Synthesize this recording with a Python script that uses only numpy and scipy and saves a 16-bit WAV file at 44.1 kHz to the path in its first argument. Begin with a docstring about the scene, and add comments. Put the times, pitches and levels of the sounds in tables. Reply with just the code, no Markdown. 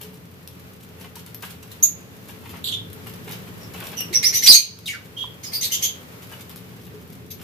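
"""In a small hard room, lovebirds squeak, chatter and screech in a wire cage.
Each call is a rough, gliding whistle with a breathy rasp, made by the bird's voice box (the syrinx).
A hand rubs and scratches a cloth inside the cage, close to the microphone.
The cage ticks, its litter crackles and a low hum lies beneath; the loudest calls overload the recorder."""
import sys
import numpy as np
from scipy import signal
from scipy.fft import rfft, irfft, next_fast_len
from scipy.io import wavfile
from scipy.ndimage import map_coordinates

SR = 44100
rng = np.random.default_rng(int(sys.argv[2]) if len(sys.argv) > 2 else 0)


def master_out(mix):
    """Clip the mix to full scale and print it as 16-bit PCM to the path in sys.argv[1]."""
    frames = np.transpose(np.atleast_2d(mix))
    ceiling = np.clip(frames, -1, 1)
    pcm = np.round(ceiling * 32767).astype(np.int16)
    wavfile.write(sys.argv[1], SR, pcm)


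N = 327663
TIME = np.arange(N) / SR

# The tone colour of each noise. Each row: frequency in Hz, relative strength there in dB.
HUM_COLOUR = [(15, -49.5), (25, -37), (38, -48.5), (70, -6), (108, 6.5), (140, -4), (177, 5.5), (211, -5),
              (270, -3.5), (316, -11.5), (382, -7.5), (423, -8), (590, -27.5), (800, -30), (1040, -43.5),
              (1760, -120)]
AIR_COLOUR = [(300, -6), (480, 1), (700, -6.5), (1200, -6.5), (2500, -9.5), (4500, -15.5), (8500, -21),
              (12500, -17), (15500, -17.5)]
CRINKLE_COLOUR = [(1500, -8.5), (3000, 1.5), (6000, -2), (9000, -4), (12500, 1), (15500, -5)]
RUB_COLOUR = [(200, -15), (700, 3), (1300, 2), (2000, -1), (3000, 1), (5000, -17.5), (10000, -38.5)]
TICK_COLOUR = [(300, -2.5), (1500, 3), (3000, 4.5), (6000, 2), (9000, -3.5), (12500, 14.5), (15500, -14.5)]
RASP_COLOUR = [(1200, -41.5), (2100, -8.5), (3500, -3), (4800, 0), (6400, -2.5), (8000, -9), (10000, -6.5),
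               (12500, -6), (15500, -18.5)]
# Tones inside the hum. Each row: pitch in Hz, level in dB.
HUM_TONES = [(86, -53.5), (126, -54.5), (172, -59), (435, -59.5)]
# The background, louder while the hand is busy. Each row: time in seconds, rumble and air levels in dB.
BACKGROUND_LEVELS = [(0, -45, -49), (2.2, -42.5, -47.5), (2.6, -38.5, -46), (4.2, -39, -41),
                     (4.8, -42.5, -47.5), (5.8, -44.5, -44), (7.43, -39.5, -50)]
# How alike the background is left and right. Each row: frequency in Hz, likeness (1 is the same).
STEREO_LIKENESS = [(60, 0.76), (180, 0.83), (540, 0.36), (1630, -0.29), (4900, -0.088), (14700, -0.58)]
# Quick scratches on the cloth. Each row: start in seconds, level in dB.
CLOTH_SCRATCHES = [(.005, -39), (.992, -45), (1.152, -39), (1.26, -46.5), (1.421, -33), (1.49, -39.5),
                   (1.62, -44.5), (1.7, -43.5), (2.277, -40), (3.06, -39.5), (3.305, -37), (3.73, -40),
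                   (6.211, -46), (6.315, -41), (6.389, -45), (6.493, -42.5), (6.556, -46)]
# Slow rubs of the cloth. Each row: start and length in seconds, level in dB.
CLOTH_RUBS = [(0.969, .12, -48), (2.374, 0.27, -46), (3.207, 0.18, -44), (3.451, 0.058, -51),
              (3.701, 0.32, -40.5), (6.25, 0.2, -52), (6.549, .46, -56.5), (7.384, 0.056, -47)]
# Soft knocks on the cage, and one faint peep.
# Each row: start in seconds, level in dB, pitch in Hz, ring time in seconds.
KNOCKS_AND_PEEP = [(0.04, -34.5, 430, 0.31), (1.165, -31, 925, 0.034), (3.27, -31, 426, .15),
                   (4.107, -28.5, 360, 0.16), (5.241, -14, 1000, 0.012), (6.321, -35.5, 1620, 0.055),
                   (6.939, -36, 424, 0.29)]
# Sharp ticks of wire and litter. Each row: start in seconds, relative level in dB.
CAGE_TICKS = [(.4756, -20.5), (1.3462, -18.5), (2.9307, -21.5), (3.1385, -25), (3.8744, -23),
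              (4.007, -11.5), (4.789, -20.5), (6.4954, -24.5), (6.5601, -22.5), (6.8672, -28.5),
              (7.1024, -26)]
# Short squeaks and a low grate. Each row: start and length in seconds, first and last pitch in Hz,
# level in dB, relative overtone and rasp levels in dB, roughness (0 is smooth, 1 is very rough).
SHORT_CALLS = [(1.8245, 0.016, 5935, 6990, -6.5, -3, -24, 0.14),
               (2.635, 0.07, 3987, 3745, -32, -5, -21, 1.05),
               (2.709, .046, 3225, 3530, -26, -19, -14.5, 0.46),
               (3.593, 0.062, 5630, 5350, -50, -15, -8, .7),
               (3.963, 0.057, 3060, 2780, -32.5, -2, -10.5, .3),
               (4.517, .052, 5990, 6480, -4.5, -4, -9, .5), (4.556, .02, 2376, 2464, -22.5, -5, -6.5, .3),
               (5.161, .081, 3172, 3290, -30.5, -29, -17.5, 0.39),
               (5.428, 0.024, 6380, 6680, -38, -1.5, 0.5, .3), (5.607, 0.021, 6120, 6200, -24, -11, -6, .3),
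               (7.3, 0.025, 6300, 6190, -46, 13.5, 5.5, .5)]
# Two runs of chatter, about ten syllables a second. Each row reads like a squeak's.
CHATTER_SYLLABLES = [(4.137, 0.0436, 5870, 5670, -17, -11.5, -16.5, .55),
                     (4.236, .05, 4584, 6040, -14, -3.5, -13, .55),
                     (4.334, 0.049, 5525, 6156, -17.5, 0.5, -6, .45),
                     (4.428, .032, 5740, 5874, -16, -0.5, -5, .4),
                     (5.44, .048, 5300, 5040, -35.5, 0, -7, .55),
                     (5.527, .046, 4497, 4794, -27, 2.5, -8, .45),
                     (5.62, .04, 3595, 4110, -27, 0.5, 1.5, .85),
                     (5.712, .046, 2930, 3310, -26.5, -0.5, -0.5, .65),
                     (5.82, .041, 3120, 3267, -25, 1.5, -1.5, .55)]
# How throat and beak shape the overtones. Each row: frequency in Hz, boost in dB.
THROAT_BOOST = [(1600, -11), (3200, -1.5), (4600, -4), (6400, 3.5), (7600, -9.5), (9700, -17), (12500, -3),
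                (15000, -13)]
# A long screech and a falling squawk. Each row: time in seconds, pitch in Hz, level in dB.
SCREECH_PATH = [(4.462, 2304, -24), (4.472, 3890, -12), (4.48, 4632, -4), (4.501, 5087, 1),
                (4.511, 4390, -1.5), (4.524, 3836, -6.5), (4.553, 4620, -6.5), (4.57, 4402, -10),
                (4.588, 4350, -19.5)]
SQUAWK_PATH = [(4.858, 3500, -27.5), (4.868, 4024, -32.5), (4.879, 3060, -20), (4.887, 2240, -26),
               (4.918, 2250, -29.5), (4.94, 1598, -36.5), (4.962, 1453, -39.5)]
# The room's ring. Each row: frequency in Hz, seconds to fade by 60 dB (called t60 below).
ROOM_RING = [(300, 0.1), (3000, 0.29), (6000, 0.2), (12000, 0.18), (16000, 0.19)]
# The two microphone openings. Each row: frequency in Hz, dB added on the left and taken off the right.
MIC_BALANCE = [(100, .5), (1000, 0.43), (3000, -0.04), (5000, -1), (6800, -2.5), (9000, -1.5), (12500, 7),
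               (15500, 2)]


def amp(db):
    """Turn decibels into a number to multiply by."""
    return 10 ** (np.asarray(db) / 20)


def unit(x):
    """Scale a signal to an average power of 1."""
    return x / np.sqrt(np.mean(x ** 2) + 1e-20)


def along(points, hz):
    """Read a table between its frequencies, giving each octave equal space."""
    freqs, values = np.transpose(points)
    return np.interp(np.log(hz + 1), np.log(freqs + 1), values)


def curves(rows, t):
    """Read each column after the first at the times t."""
    times, *columns = np.transpose(rows)
    return [np.interp(t, times, column) for column in columns]


def wobble(rate, size):
    """A smooth curve through `rate` random points a second."""
    points = rng.standard_normal(int(size * rate / SR) + 4)
    return map_coordinates(points, [np.arange(size) * rate / SR])


def filtered(x, response):
    """Turn each frequency up or down by response(hz)."""
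    padded = next_fast_len(x.shape[-1] + 4096)
    hz = np.fft.rfftfreq(padded, 1 / SR)
    return irfft(rfft(x, padded) * response(hz), padded)[..., :x.shape[-1]]


def noise(colour, size):
    """Noise with the given tone colour."""
    return unit(filtered(rng.standard_normal(size), lambda hz: amp(along(colour, hz))))


def wide_noise(colour):
    """Stereo noise, alike on both sides in the bass."""
    def response(hz):
        angle = np.arccos(np.clip(along(STEREO_LIKENESS, hz), -1, 1)) / 2
        return amp(along(colour, hz)) * [np.cos(angle), np.sin(angle)]
    mid, side = filtered(rng.standard_normal((2, N)), response)
    return unit(np.array([mid + side, mid - side]))


def add(track, start, sound):
    """Mix a stereo sound in at `start` seconds."""
    part = track[:, round(start * SR):][:, :sound.shape[1]]
    part += sound[:, :part.shape[1]]


def in_room(x, echo_db, near_db=-5, near_t60=0.067, late_db=-24, late_t60=0.87, late_hz=3500):
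    """The direct sound, quick echoes around the cage and the room's ring, different at each spot."""
    hz, t, spectrum = signal.stft(rng.standard_normal((2, SR // 2)), SR, nperseg=256)
    fade = amp(-60 * t / along(ROOM_RING, hz)[:, None])
    # distant walls add a faint, longer ring that has lost its treble
    late = amp(late_db - 60 * t / late_t60) / (1 + (hz[:, None] / late_hz) ** 2)
    tail = signal.istft(spectrum * (fade + late), SR, nperseg=256)[1]
    t = np.arange(tail.shape[1]) / SR
    near = rng.standard_normal(tail.shape) * (rng.random(tail.shape) < .02) * amp(-60 * t / near_t60)
    room = amp(echo_db) * (tail / np.linalg.norm(tail[0]) + amp(near_db) * near / np.linalg.norm(near[0]))
    room[:, 0] += 1  # the direct sound
    return signal.fftconvolve(x[None], room / np.linalg.norm(room[0]), axes=1)


def hum(rumble_db=-1):
    """A low rumble with a few wavering tones in it, under a thin hiss of air."""
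    hum_db, air_db = curves(BACKGROUND_LEVELS, TIME)
    tones = 0
    for hz, db in HUM_TONES:
        strength = amp(db + 1.6 * wobble(7.1, N)) * np.sqrt(2)
        tones += strength * np.sin(2 * np.pi * hz * TIME + wobble(16, N))
    drift_db = .9 * wobble(14, N)
    rumble = amp(hum_db + rumble_db) * wide_noise(HUM_COLOUR)
    air = amp(air_db + drift_db) * wide_noise(AIR_COLOUR)
    return rumble + tones + air


def litter(per_second=14, db=-52, spread_db=2, t60=0.055):
    """Husks and straw shift in tiny scattered crackles."""
    strengths = amp(db + spread_db * np.minimum(rng.exponential(size=N), 3))
    starts = rng.random(N) < per_second / SR
    bursts = signal.fftconvolve(strengths * starts, amp(-60 * TIME[:SR // 10] / t60))[:N]
    return in_room(bursts * noise(CRINKLE_COLOUR, N), echo_db=-8.5)[:, :N]


def cloth(size, rub_db, crinkle_db, grip_db=6.5, crinkle_spread_db=7):
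    """Cloth sticks and slips under the hand, and its fibres crinkle."""
    rub = noise(RUB_COLOUR, size) * unit(amp(grip_db * wobble(118.2, size)))
    crinkle = noise(CRINKLE_COLOUR, size) * unit(amp(crinkle_spread_db * wobble(300, size)))
    return amp(rub_db) * rub + amp(crinkle_db) * crinkle


def rustle(scratch_rise_s=.005, scratch_t60=.17):
    """Slow rubs swell and fade; scratches start sharply and are mostly crinkle."""
    out, t = np.zeros((2, N)), TIME[:SR // 6]
    for start, length, db in CLOTH_RUBS:
        size = int(length * SR)
        rub = signal.windows.tukey(size, .7) * cloth(size, rub_db=db, crinkle_db=db - 2.5)
        add(out, start, in_room(rub, echo_db=1.5))
    flick = (1 - np.exp(-t / scratch_rise_s)) * amp(-60 * t / scratch_t60)
    for start, db in CLOTH_SCRATCHES:
        scratch = flick / flick.max() * cloth(len(t), rub_db=db - 5.5, crinkle_db=db)
        add(out, start, in_room(scratch, echo_db=3.5))
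    return out


def cage(tick_t60=0.0067, tick_db=-6, ring_rise_s=0.0021):
    """Wire and litter tick sharply; soft knocks and one faint peep ring briefly."""
    out, t = np.zeros((2, N)), TIME[:SR // 5]
    for start, db in CAGE_TICKS:
        tick = amp(db + tick_db - 60 * t / tick_t60) * noise(TICK_COLOUR, len(t))
        add(out, start, in_room(tick, echo_db=0))
    for start, db, hz, t60 in KNOCKS_AND_PEEP:
        loudness = amp(db - 60 * t / t60) * (1 - np.exp(-t / ring_rise_s))
        add(out, start, in_room(loudness * np.sin(2 * np.pi * hz * t), echo_db=-9))
    return out


def syrinx(pitch, overtones_db, rasp_db, rough, flutter_db=4):
    """A thin skin in the voice box whistles and flutters while air rasps through it."""
    size = len(pitch)
    jitter = .03 * rough * wobble(600, size)
    phase = 2 * np.pi * np.cumsum(pitch * (1 + jitter)) / SR
    tone = 0
    for k, db in enumerate([0, *overtones_db], 1):
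        blur = (1.3 + .4 * k) * rough * wobble(750, size)  # higher overtones blur more
        tone += amp(db) * np.sin(k * phase + blur) * (k * pitch < SR / 2.4)
    flutter = amp(flutter_db * rough * wobble(503, size))
    return flutter * (np.sqrt(2) * tone + amp(rasp_db) * noise(RASP_COLOUR, size))


def chirp(length, start_hz, end_hz, db, overtones_db, rasp_db, rough, swell_db, rasp_fade_db=6):
    """A short whistle glides and swells as its rasp fades; the throat shapes its overtones."""
    progress = np.linspace(0, 1, int(length * SR))
    pitch = end_hz + (start_hz - end_hz) * (1 - progress) ** 1.8  # moves fast, then settles
    overtones = [overtones_db + along(THROAT_BOOST, k * pitch) - along(THROAT_BOOST, pitch)
                 for k in range(2, 5)]
    loudness = amp(db + swell_db * (progress - .5)) * signal.windows.tukey(len(progress), 0.34)
    return loudness * syrinx(pitch, overtones, rasp_db - rasp_fade_db * (progress - .5), rough)


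def squeaks():
    """Short squeaks and a low grate, alone or sounding with the screech and chatter."""
    out = np.zeros((2, N))
    for start, *call in SHORT_CALLS:
        add(out, start, in_room(chirp(*call, swell_db=1), echo_db=15.5))
    return out


def chatter(grate_hz=2130, grate_s=0.024, grate_lead_s=0.012, grate_db=-13.5):
    """In each syllable one side of the voice box grates low, then the other whistles high over it."""
    out, size = np.zeros((2, N)), int(grate_s * SR)
    for start, length, start_hz, end_hz, db, *voice in CHATTER_SYLLABLES:
        grate = syrinx(np.full(size, grate_hz), overtones_db=[-5, -11, -18], rasp_db=3.5, rough=0.57)
        grate *= amp(db + grate_db) * signal.windows.tukey(size, .5)
        add(out, start - grate_lead_s, in_room(grate, echo_db=11.5))
        whistle = chirp(length, start_hz, end_hz, db, *voice, swell_db=2.5)
        add(out, start, in_room(whistle, echo_db=11))
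    return out


def cry(path, overtones_db, rough, echo_db, rasp_db, extra_rasp_db, clears_s=0.018):
    """A longer call follows a path of pitch and effort, starting raspy and clearing into a whistle."""
    out = np.zeros((2, N))
    t = np.arange(path[0][0], path[-1][0], 1 / SR)
    pitch, db = curves(path, t)
    rasp = rasp_db + extra_rasp_db * np.exp(-((t - t[0]) / clears_s) ** 2)
    add(out, t[0], in_room(amp(db) * syrinx(pitch, overtones_db, rasp, rough), echo_db))
    return out


def scene():
    """Birds, cage, cloth and hum together."""
    screech = cry(SCREECH_PATH, [-10, -18], rough=0.37, echo_db=3, rasp_db=-16.5, extra_rasp_db=26.5)
    squawk = cry(SQUAWK_PATH, [-15, -10, -16], rough=0.39, echo_db=0.5, rasp_db=-10, extra_rasp_db=5)
    birds = squeaks() + chatter() + screech + squawk
    return birds + cage() + rustle() + litter() + hum()


def gain_control(x, threshold_db=-10, memory_s=0.19):
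    """The recorder turns itself down after loud sound and slowly recovers."""
    keep = np.exp(-1 / (memory_s * SR))
    power = signal.lfilter([1 - keep], [1, -keep], np.mean(x ** 2, axis=0))
    return x / np.sqrt(1 + power / amp(threshold_db) ** 2)


def record(dry, low_hz=40, top_hz=15450):
    """The recorder colours each side, flattens loud peaks and cuts the deepest bass and top treble."""
    coloured = filtered(dry, lambda hz: amp([along(MIC_BALANCE, hz), -along(MIC_BALANCE, hz)]))
    clipped = np.clip(gain_control(coloured), -1, 1)
    return filtered(clipped, lambda hz: (hz < top_hz) * hz ** 2 / (hz ** 2 + low_hz ** 2))


dry = scene()
out = record(dry)
master_out(out)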